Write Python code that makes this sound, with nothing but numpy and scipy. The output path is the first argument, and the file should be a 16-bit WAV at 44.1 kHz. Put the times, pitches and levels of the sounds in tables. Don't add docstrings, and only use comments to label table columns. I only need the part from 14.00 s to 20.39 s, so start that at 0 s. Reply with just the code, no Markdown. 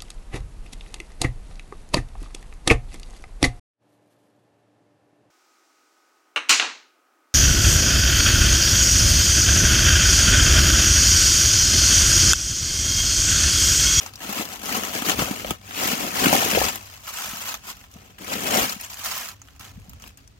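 import sys
import numpy as np
from scipy import signal
from scipy.io import wavfile
from scipy.ndimage import uniform_filter1d

SR = 44100
rng = np.random.default_rng(int(sys.argv[2]) if len(sys.argv) > 2 else 0)


def master(y):
    cut = np.clip(np.atleast_2d(y).T, -1, 1)
    pcm = np.round(cut * 32767)
    wavfile.write(sys.argv[1], SR, pcm.astype(np.int16))


def amplitude_ratio(level_db):
    exponent = np.asarray(level_db, float) / 20
    return 10 ** exponent


N = 281799
TIME = np.arange(N) / SR

# [t/s, lead of the left port/samples, left-right level/dB]
FILM_PLACE = [(0, 5.5, 3.5), (.62, 9.5, 5), (1.3, 9, 5), (1.6, 15, 4), (2.46, 16.5, 4), (2.601, 10.5, 5.5),
              (2.8, 16, 4), (3.1, 4, 2), (3.862, 7.5, 1), (4.2, 17, 3.5), (4.5, 15.5, 4), (4.798, 14, 3.5),
              (5.05, -3.5, -0.5), (5.699, -4, 0), (6.03, 15, 2), (6.39, 18, 7)]
# [f/Hz, density level/dB per Hz]
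TICK_SPECTRUM = [(2100, -23.5), (3400, -4), (4400, 0.5), (6570, 3), (9390, -6.5), (11800, -3),
                 (14300, -0.5), (16400, -6.5)]
# [f/Hz, density level/dB per Hz]
FOLD_SPECTRUM = [(290, -42.5), (520, -18), (720, -8.5), (890, -8.5), (1250, -5), (1550, -7.5), (2000, -9.5),
                 (2700, -6.5), (3300, -8), (4200, -16.5), (6000, -29.5)]


def evened(x):
    return x / np.sqrt(np.mean(x ** 2) + 1e-20)


def follow(rows, column=1):
    rows = np.asarray(rows, float)
    return np.interp(TIME, rows[:, 0], rows[:, column])


def add(mix, at, sound):
    part = mix[:, max(at, 0):][:, :sound.shape[1]]
    part += sound[:, :part.shape[1]]


def colour(points, uneven_db=0, size=2048):
    hz, db = np.transpose(points)
    db = db + uneven_db * rng.standard_normal(len(db))
    grid_hz = abs(np.fft.fftfreq(size, 1 / SR)) + 1
    gain_db = np.maximum(np.interp(np.log(grid_hz), np.log(hz), db), -70)
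    log_gain = np.log(amplitude_ratio(gain_db))
    minimum_phase = -signal.hilbert(log_gain).imag
    taps = np.fft.ifft(np.exp(log_gain + 1j * minimum_phase)).real[:size // 2]
    return taps / np.linalg.norm(taps)


def scatter(t60, wet_db):
    t = np.arange(min(int(t60 * SR), 4000)) / SR
    tail = rng.standard_normal((2, len(t)))
    tail = tail * amplitude_ratio(-60 * t / t60) * np.minimum(t / 0.0002, 1)
    tail *= amplitude_ratio(wet_db) / np.linalg.norm(tail, axis=1, keepdims=True)
    tail[:, 0] = 1
    return tail / np.sqrt(1 + amplitude_ratio(2 * wet_db))


def pushes(rows, still_db):
    edge_db, roundness = -20.5, 1.81
    t = TIME[::44]
    peak_s, rise_s, fall_s, db = np.transpose(rows)[:, :, None]
    away = np.where(t < peak_s, (peak_s - t) / rise_s, (t - peak_s) / fall_s)
    arches = amplitude_ratio(2 * (db + edge_db * np.minimum(away, 4) ** roundness))
    power = arches.sum(axis=0) + amplitude_ratio(2 * still_db)
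    return np.interp(TIME, t, 10 * np.log10(power))


def depth(out_db, in_db):
    # [t/s, share/0-1]
    inside = [(0, 0.77), (1.0, 0.83), (1.5, 1), (1.75, 0.72), (2.3, 0.99), (2.62, 0.66), (2.75, 0.7),
              (3.0, 0.1), (3.85, 0.5), (3.95, 1), (4.58, 0.93), (4.72, 0.49), (5.05, 0.06), (5.3, 0.27),
              (5.7, 0.54), (5.8, 1), (6.1, 0.83), (6.39, 0.4)]
    return out_db + (in_db - out_db) * follow(inside)


def house(tick_db):
    # [f/Hz, density level/dB per Hz]
    hum_spectrum = [(18, -39), (30, -8), (72, -5.5), (88, -6), (102, -1.5), (114, -15.5), (130, -10.5),
                    (247, -42), (278, -14.5), (300, -42), (390, -67), (660, -120)]
    # [f/Hz, density level/dB per Hz]
    wall_spectrum = [(110, -24), (150, -11), (190, 6.5), (230, 1), (320, -38.5)]
    # [f/Hz, density level/dB per Hz]
    air_spectrum = [(150, -40), (250, 0), (378, -0.5), (907, -7.5), (1100, -9), (4560, -12), (6330, -16.5),
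                    (8920, -19), (15200, -72)]
    # [t/s, level/dB]
    thuds = [(0.0, -46), (1.1, -46), (1.22, -35.5), (1.51, -37), (1.85, -47), (2.26, -39), (2.65, -30),
             (4.61, -37), (5.8, -41), (5.95, -43), (5.62, -46.5), (6.07, -49.5)]
    thud_rise_s, thud_fall_s = 0.16, 0.065

    common, apart, air_left, air_right, leather = rng.standard_normal((5, N))
    hum = np.array([common + 0.76 * apart, common - 0.87 * apart])
    hum = signal.oaconvolve(hum, colour(hum_spectrum, size=8192)[None])[:, :N]
    hum_db = pushes([(s, thud_rise_s, thud_fall_s, db) for s, db in thuds], still_db=-50)

    wall = signal.oaconvolve(leather, colour(wall_spectrum, size=8192))[:N]
    wall_db = depth(-66, -48) + 0.88 * (tick_db + 35)
    wall_gain = amplitude_ratio(wall_db) + amplitude_ratio(-69)

    air = signal.oaconvolve(np.array([air_left, air_right]), colour(air_spectrum)[None])[:, :N]
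    return evened(hum) * amplitude_ratio(hum_db) + wall * wall_gain + air * amplitude_ratio(-61.5)


def drift(per_s):
    size = max(int(SR / per_s), 1)
    noise = uniform_filter1d(rng.standard_normal(N), size)
    return evened(uniform_filter1d(noise, size))


def creases(per_s, spread_db, clump_db):
    size_db = spread_db * np.minimum(rng.exponential(1, N), 5) + clump_db
    size = amplitude_ratio(size_db) * rng.choice([-1., 1.], N)
    share = np.clip(per_s / SR, 1e-4, 1)
    return evened(size) * (rng.random(N) < share) / np.sqrt(share)


def ports(at, size, pan_db, shift):
    margin = 50
    out = np.zeros((2, N + 200))
    late = np.round(follow(FILM_PLACE)[at] + shift).astype(int)
    np.add.at(out[0], at + margin, size * amplitude_ratio(pan_db / 2))
    np.add.at(out[1], at + margin + late, size * amplitude_ratio(-pan_db / 2))
    return out[:, margin:N + margin]


def crackle(clicks, spectrum, level_db, t60, wet_db, shade_db, shift, uneven_db, count=48):
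    step = int(0.006 * SR)
    size = clicks * amplitude_ratio(level_db)
    at = np.flatnonzero(size)
    patch = rng.integers(0, count, N // step + 1)
    aside = patch[at // step] % 11 - 5
    pan_db = follow(FILM_PLACE, column=2)[at] + shade_db
    train = ports(at, size[at], pan_db, shift + aside)
    paths = []
    for _ in range(count):
        paths.append(signal.fftconvolve(scatter(t60, wet_db), colour(spectrum, uneven_db)[None]))
    out = np.zeros((2, N))
    for start, k in zip(range(0, N, step), patch):
        add(out, start, signal.fftconvolve(train[:, start:start + step], paths[k], axes=1))
    return out


def film(tick_db):
    # [f/Hz, density level/dB per Hz]
    skin_spectrum = [(53, -22.5), (90, -10), (177, -8), (236, 0.5), (353, -5.5), (472, -6), (600, -7.5),
                     (757, -5), (900, -24.5), (1170, -64), (1980, -120)]
    busy = amplitude_ratio(0.35 * (tick_db + 31))
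    clumps_db = 1.3 * drift(45) + 3.0 * drift(320)

    clicks = creases(4000 * busy, 2.55, 0.5 * clumps_db)
    ticks = crackle(clicks, TICK_SPECTRUM, tick_db - 0.4, 0.026, 0.5, 0.17, 0, uneven_db=1.2)
    top = signal.sosfiltfilt(signal.butter(4, 8400, "high", fs=SR, output="sos"), ticks)
    dull_db = 0.1 * np.clip(tick_db + 34, -25, 0)
    ticks = ticks + top * (amplitude_ratio(dull_db) - 1)

    fold_db = tick_db + depth(-2.5, 0.43)
    folds = crackle(clicks, FOLD_SPECTRUM, fold_db, 0.036, 1.0, 0.18, 2.5, uneven_db=0.5)

    flaps = creases(800 * busy, 2.4, 0.4 * clumps_db)
    skin_db = tick_db + depth(-25, -1)
    skin = crackle(flaps, skin_spectrum, skin_db, 0.067, 0, -0.05, 3.3, uneven_db=0.5)
    return ticks + folds + skin


def at_ports(s, sound, spread):
    times, late, pan_db = np.transpose(FILM_PLACE)
    lag = int(np.interp(s, times, late) + spread)
    pair = sound * amplitude_ratio(np.interp(s, times, pan_db) * np.array([[0.5], [-0.5]]))
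    pair = np.pad(pair, ((0, 0), (0, 40)))
    return np.array([np.roll(pair[0], max(-lag, 0)), np.roll(pair[1], max(lag, 0))])


def snaps():
    # [t/s, peak level/dB, folds
    # above it/dB]
    single_snaps = [(0.0618, -18.5, -9), (0.1362, -26, -9), (0.1565, -22, -22), (0.219, -26, -5),
                    (0.4534, -16, -25), (0.657, -13.5, -25), (0.7517, -16, -7), (0.835, -14, -5), (0.95, -14, -12),
                    (1.021, -15.5, -0.5), (1.073, -31, -12), (1.0965, -6.5, -5.5), (1.1932, -24, 8),
                    (1.3967, -25, 0.5), (1.507, -8.5, -3.5), (1.709, -30, 5), (1.8733, -9.5, -12),
                    (1.916, -10, -24), (2.258, -10.5, 1), (2.242, -21, 7), (2.328, -2, -14), (2.549, -16, 1.5),
                    (2.757, -12.5, -13.5), (3.5412, -14, -8), (4.6947, -11.5, -38), (4.811, -15, -15),
                    (4.9005, -24, -15), (4.935, -20, -19), (5.047, -13, -32), (5.1781, -15, -18),
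                    (0.0315, -22, -10), (1.3334, -34, -25), (1.4457, -32, 10.5), (1.6136, -39, 0),
                (2.8273, -30, -21), (2.9118, -46, -8), (3.6374, -41, 4), (3.8393, -39, 1),
                (3.914, -34.5, -20), (3.939, -31, -24), (4.055, -47, -21), (4.1842, -40, 7.5),
                (4.2198, -32, -4.5), (4.8467, -19, -11), (5.417, -28, -13.5), (5.485, -42, 1),
                (5.562, -39, -5), (5.5953, -26, -20), (5.666, -40, -10), (5.799, -43, -11),
                (5.8666, -49, -9), (5.895, -23.5, -34), (5.933, -34, -6), (5.9988, -36, -4),
                (6.022, -28, -18), (6.039, -36, 1), (6.0675, -44, -8), (6.076, -24.5, -24),
                (6.173, -31, -19), (6.276, -34.5, -14),
                    (0.2932, -22, -9), (0.4074, -24, -14), (0.4878, -21, -16), (0.7744, -16, -14),
             (0.8919, -22, -14), (0.9477, -19, -14), (1.1264, -23, -14), (1.2244, -23, -16),
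             (2.4494, -10, -14), (2.6414, -13, -10), (3.6994, -22, -18), (3.9244, -39, -14),
             (3.932, -42, -14), (4.5586, -13, -14), (4.9424, -19, -16), (5.0574, -23, -16),
             (5.0844, -19, -14), (5.282, -28, -15), (5.2874, -17, -14), (5.8491, -49, -14)]
    t = np.arange(500) / SR
    out = np.zeros((2, N))
    for s, db, fold_db in single_snaps:
        volley = rng.standard_normal(len(t)) * amplitude_ratio(-60 * t / 0.009) * np.minimum(t / 0.0015, 1)
        volley[50] += 2.5
        tick = amplitude_ratio(db + 9.5) * colour(TICK_SPECTRUM, uneven_db=4.0)
        fold = amplitude_ratio(db + fold_db + 17.0) * colour(FOLD_SPECTRUM, uneven_db=0.5)
        crack = np.convolve(tick + fold, volley / np.linalg.norm(volley))[None]
        crack = signal.fftconvolve(scatter(0.034, -0.87), crack)
        add(out, round(s * SR) - 24, at_ports(s, crack, rng.integers(-3, 4)))
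    return out


def pops():
    # [t/s, peak level/dB, f/Hz]
    skin_pops = [(0.289, -16, 249), (0.394, -16, 237), (0.774, -22, 236), (1.019, -16.5, 241),
                 (1.086, -13, 276), (1.186, -11, 268), (1.217, -14, 143), (1.308, -10, 243), (1.444, -14, 606),
                 (1.505, -14.5, 162), (1.83, -25, 190), (1.929, -14, 203), (2.238, -12, 700), (2.264, 0, 249),
                 (2.325, 0, 690), (2.422, -5.5, 800), (2.458, -12, 483), (2.528, -17, 194), (2.546, -12, 495),
                 (2.57, -3, 482), (2.612, -3, 720), (2.639, -15, 505), (3.331, -27.5, 194),
                 (3.957, -29.5, 181), (4.317, -15, 620), (4.421, -27, 268), (4.468, -22, 248),
                 (4.63, -16.5, 260), (5.772, -30.5, 189), (5.881, -35, 189),
                 (0.249, -27, 307), (0.404, -18, 292), (0.68, -45, 277), (0.825, -22, 271), (0.946, -18, 739),
            (1.394, -27, 401), (1.507, -11.5, 310), (1.827, -13, 694), (1.854, -12.5, 255),
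            (2.034, -20, 366), (2.345, -1, 705), (3.242, -24, 820), (3.413, -24, 785), (4.357, -33, 258),
            (4.53, -11, 650), (4.57, -14, 703), (4.76, -27.5, 183), (3.279, -33, 190), (0.719, -25.5, 242),
            (4.555, -11, 580), (4.545, -10, 690), (4.6, -14, 720), (1.25, -32, 560), (5.594, -44, 175),
                 (0.407, -17, 630), (.721, -35, 627), (.821, -25, 544), (1.124, -20, 802), (1.217, -12, 620),
              (1.331, -23, 684), (1.811, -19, 681), (1.926, -28, 473), (2.12, -32, 606), (2.253, -11, 250),
              (2.326, -6, 260), (2.337, -13, 250), (2.352, -12, 720), (2.371, -28, 248), (2.385, -32, 300),
              (2.526, -13, 580), (2.534, -18, 250), (2.553, -12, 563), (2.576, -5, 710),
              (3.102, -27.5, 875), (3.217, -34, 990), (4.298, -30, 762), (4.455, -15, 630),
              (5.084, -28, 1250), (5.097, -30, 1190), (5.115, -37, 1350)]
    out = np.zeros((2, N))
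    for s, db, hz in skin_pops:
        turns = np.arange(int(6 * SR / hz)) * hz / SR
        ring = np.sin(2 * np.pi * turns) * turns ** 2 * np.exp(-turns / 0.39)
        ring = amplitude_ratio(db - 4.5) * ring[None] / abs(ring).max()
        ring = signal.fftconvolve(scatter(0.033, -3.5), ring)
        at = round((s + 0.00403 - 0.7 / hz) * SR)
        add(out, at, np.array([amplitude_ratio(0.9) * ring[0], amplitude_ratio(-0.9) * np.roll(ring[1], 14)]))
    return out


def scene():
    # [peak t/s, rise/s, fall/s, tick level/dB]
    film_pushes = [(0.028, 0.76, 0.11, -39), (0.242, 0.051, 0.04, -35), (0.39, 0.22, 0.11, -29.5),
                   (0.519, 0.071, 0.14, -37.5), (0.699, 0.11, 0.28, -29.5), (0.758, 0.055, 0.059, -28.5),
                   (0.95, 0.039, 0.15, -29.5), (1.09, 0.069, 0.084, -24), (1.207, 0.035, 0.044, -26),
                   (1.226, 0.14, 0.27, -30.5), (1.507, 0.098, 0.068, -36), (1.832, 0.11, 0.19, -27.5),
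                   (1.916, 0.26, 0.077, -27.5), (2.04, 0.2, 0.11, -29), (2.237, 0.14, 0.12, -24),
                   (2.345, 0.022, 0.042, -22.5), (2.372, 0.32, 0.41, -23.5), (2.656, 0.64, 0.083, -26),
                   (2.74, 0.058, .06, -38), (2.743, 0.008, 0.04, -51.5),
                   (2.941, 0.587, 0.14, -45.5), (3.096, 0.1, 0.053, -35.5), (3.178, 0.11, 0.17, -34),
              (3.267, 0.18, 0.16, -32.5), (3.375, 0.073, 0.052, -33.5), (3.42, 0.034, 0.047, -34.5),
              (3.59, .05, .06, -53.5), (3.487, 0.08, 0.09, -31.5), (3.55, 0.039, 0.022, -35.5),
              (3.697, 0.049, 0.042, -34.5), (3.831, 0.54, 0.074, -50.5), (3.949, 0.061, 0.12, -53.5),
              (4.226, 0.036, 0.14, -41), (4.312, 0.07, 0.5, -33), (4.328, 0.046, 0.027, -35.5),
              (4.58, 0.19, 0.15, -22), (4.59, 0.4, 0.4, -43.5), (4.05, 0.22, 0.19, -54),
              (4.99, 0.038, 0.11, -36), (4.706, 0.026, 0.062, -31), (4.834, 0.087, 0.056, -38),
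              (4.924, 0.052, 0.043, -40), (5.09, 0.089, 0.2, -30), (5.18, 0.02, 0.066, -31.7),
              (5.288, 0.43, 0.067, -37), (5.488, 0.13, 0.1, -57.5), (5.631, 0.022, 0.094, -43),
              (5.948, 0.994, 0.065, -59), (6.058, 0.084, 0.085, -48.5), (6.189, 0.03, 0.12, -60),
                   (.875, 0.086, 0.1, -33), (1.399, 0.031, 0.076, -40.5), (2.776, .04, 0.01, -51),
             (5.7, .03, 0.12, -56.5), (1.69, 0.049, .08, -50), (2.86, 0.034, 0.034, -49),
             (2.691, .06, 0.017, -27.5), (3.643, .008, 0.11, -41), (3.76, 0.026, 0.076, -56.5),
             (4.188, 0.0099, 0.11, -46), (5.05, 0.008, 0.06, -34.5), (5.598, 0.006, 0.05, -43.5),
             (5.665, 0.036, 0.023, -46), (6.024, 0.014, 0.031, -52), (6.176, .006, 0.026, -54),
             (.295, .008, 0.023, -31), (4.902, 0.0069, 0.027, -42)]
    tick_db = pushes(film_pushes, still_db=-68)
    near = film(tick_db) + snaps() + pops()
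    return signal.oaconvolve(near, scatter(0.055, -15), axes=1)[:, :N] + house(tick_db)


def band_limit(x):
    return signal.sosfilt(signal.butter(12, 17000, fs=SR, output="sos"), x)


def record(dry):
    thin = signal.sosfilt(signal.butter(4, 44, "high", fs=SR, output="sos"), dry)
    treble = signal.sosfiltfilt(signal.butter(2, 9000, "high", fs=SR, output="sos"), thin)
    thin += np.array([[-0.2], [0.22]]) * treble
    low = signal.sosfiltfilt(signal.butter(2, 220, fs=SR, output="sos"), thin)
    thin -= 0.7 * (low - low.mean(0))
    limited = 0.97 * thin / (1 + (thin / 0.97) ** 4) ** 0.25
    edge = signal.firwin(401, 15900, window=("kaiser", 6), fs=SR)
    return band_limit(signal.oaconvolve(limited, edge[None], "same"))


dry = scene()
out = record(dry)
master(out)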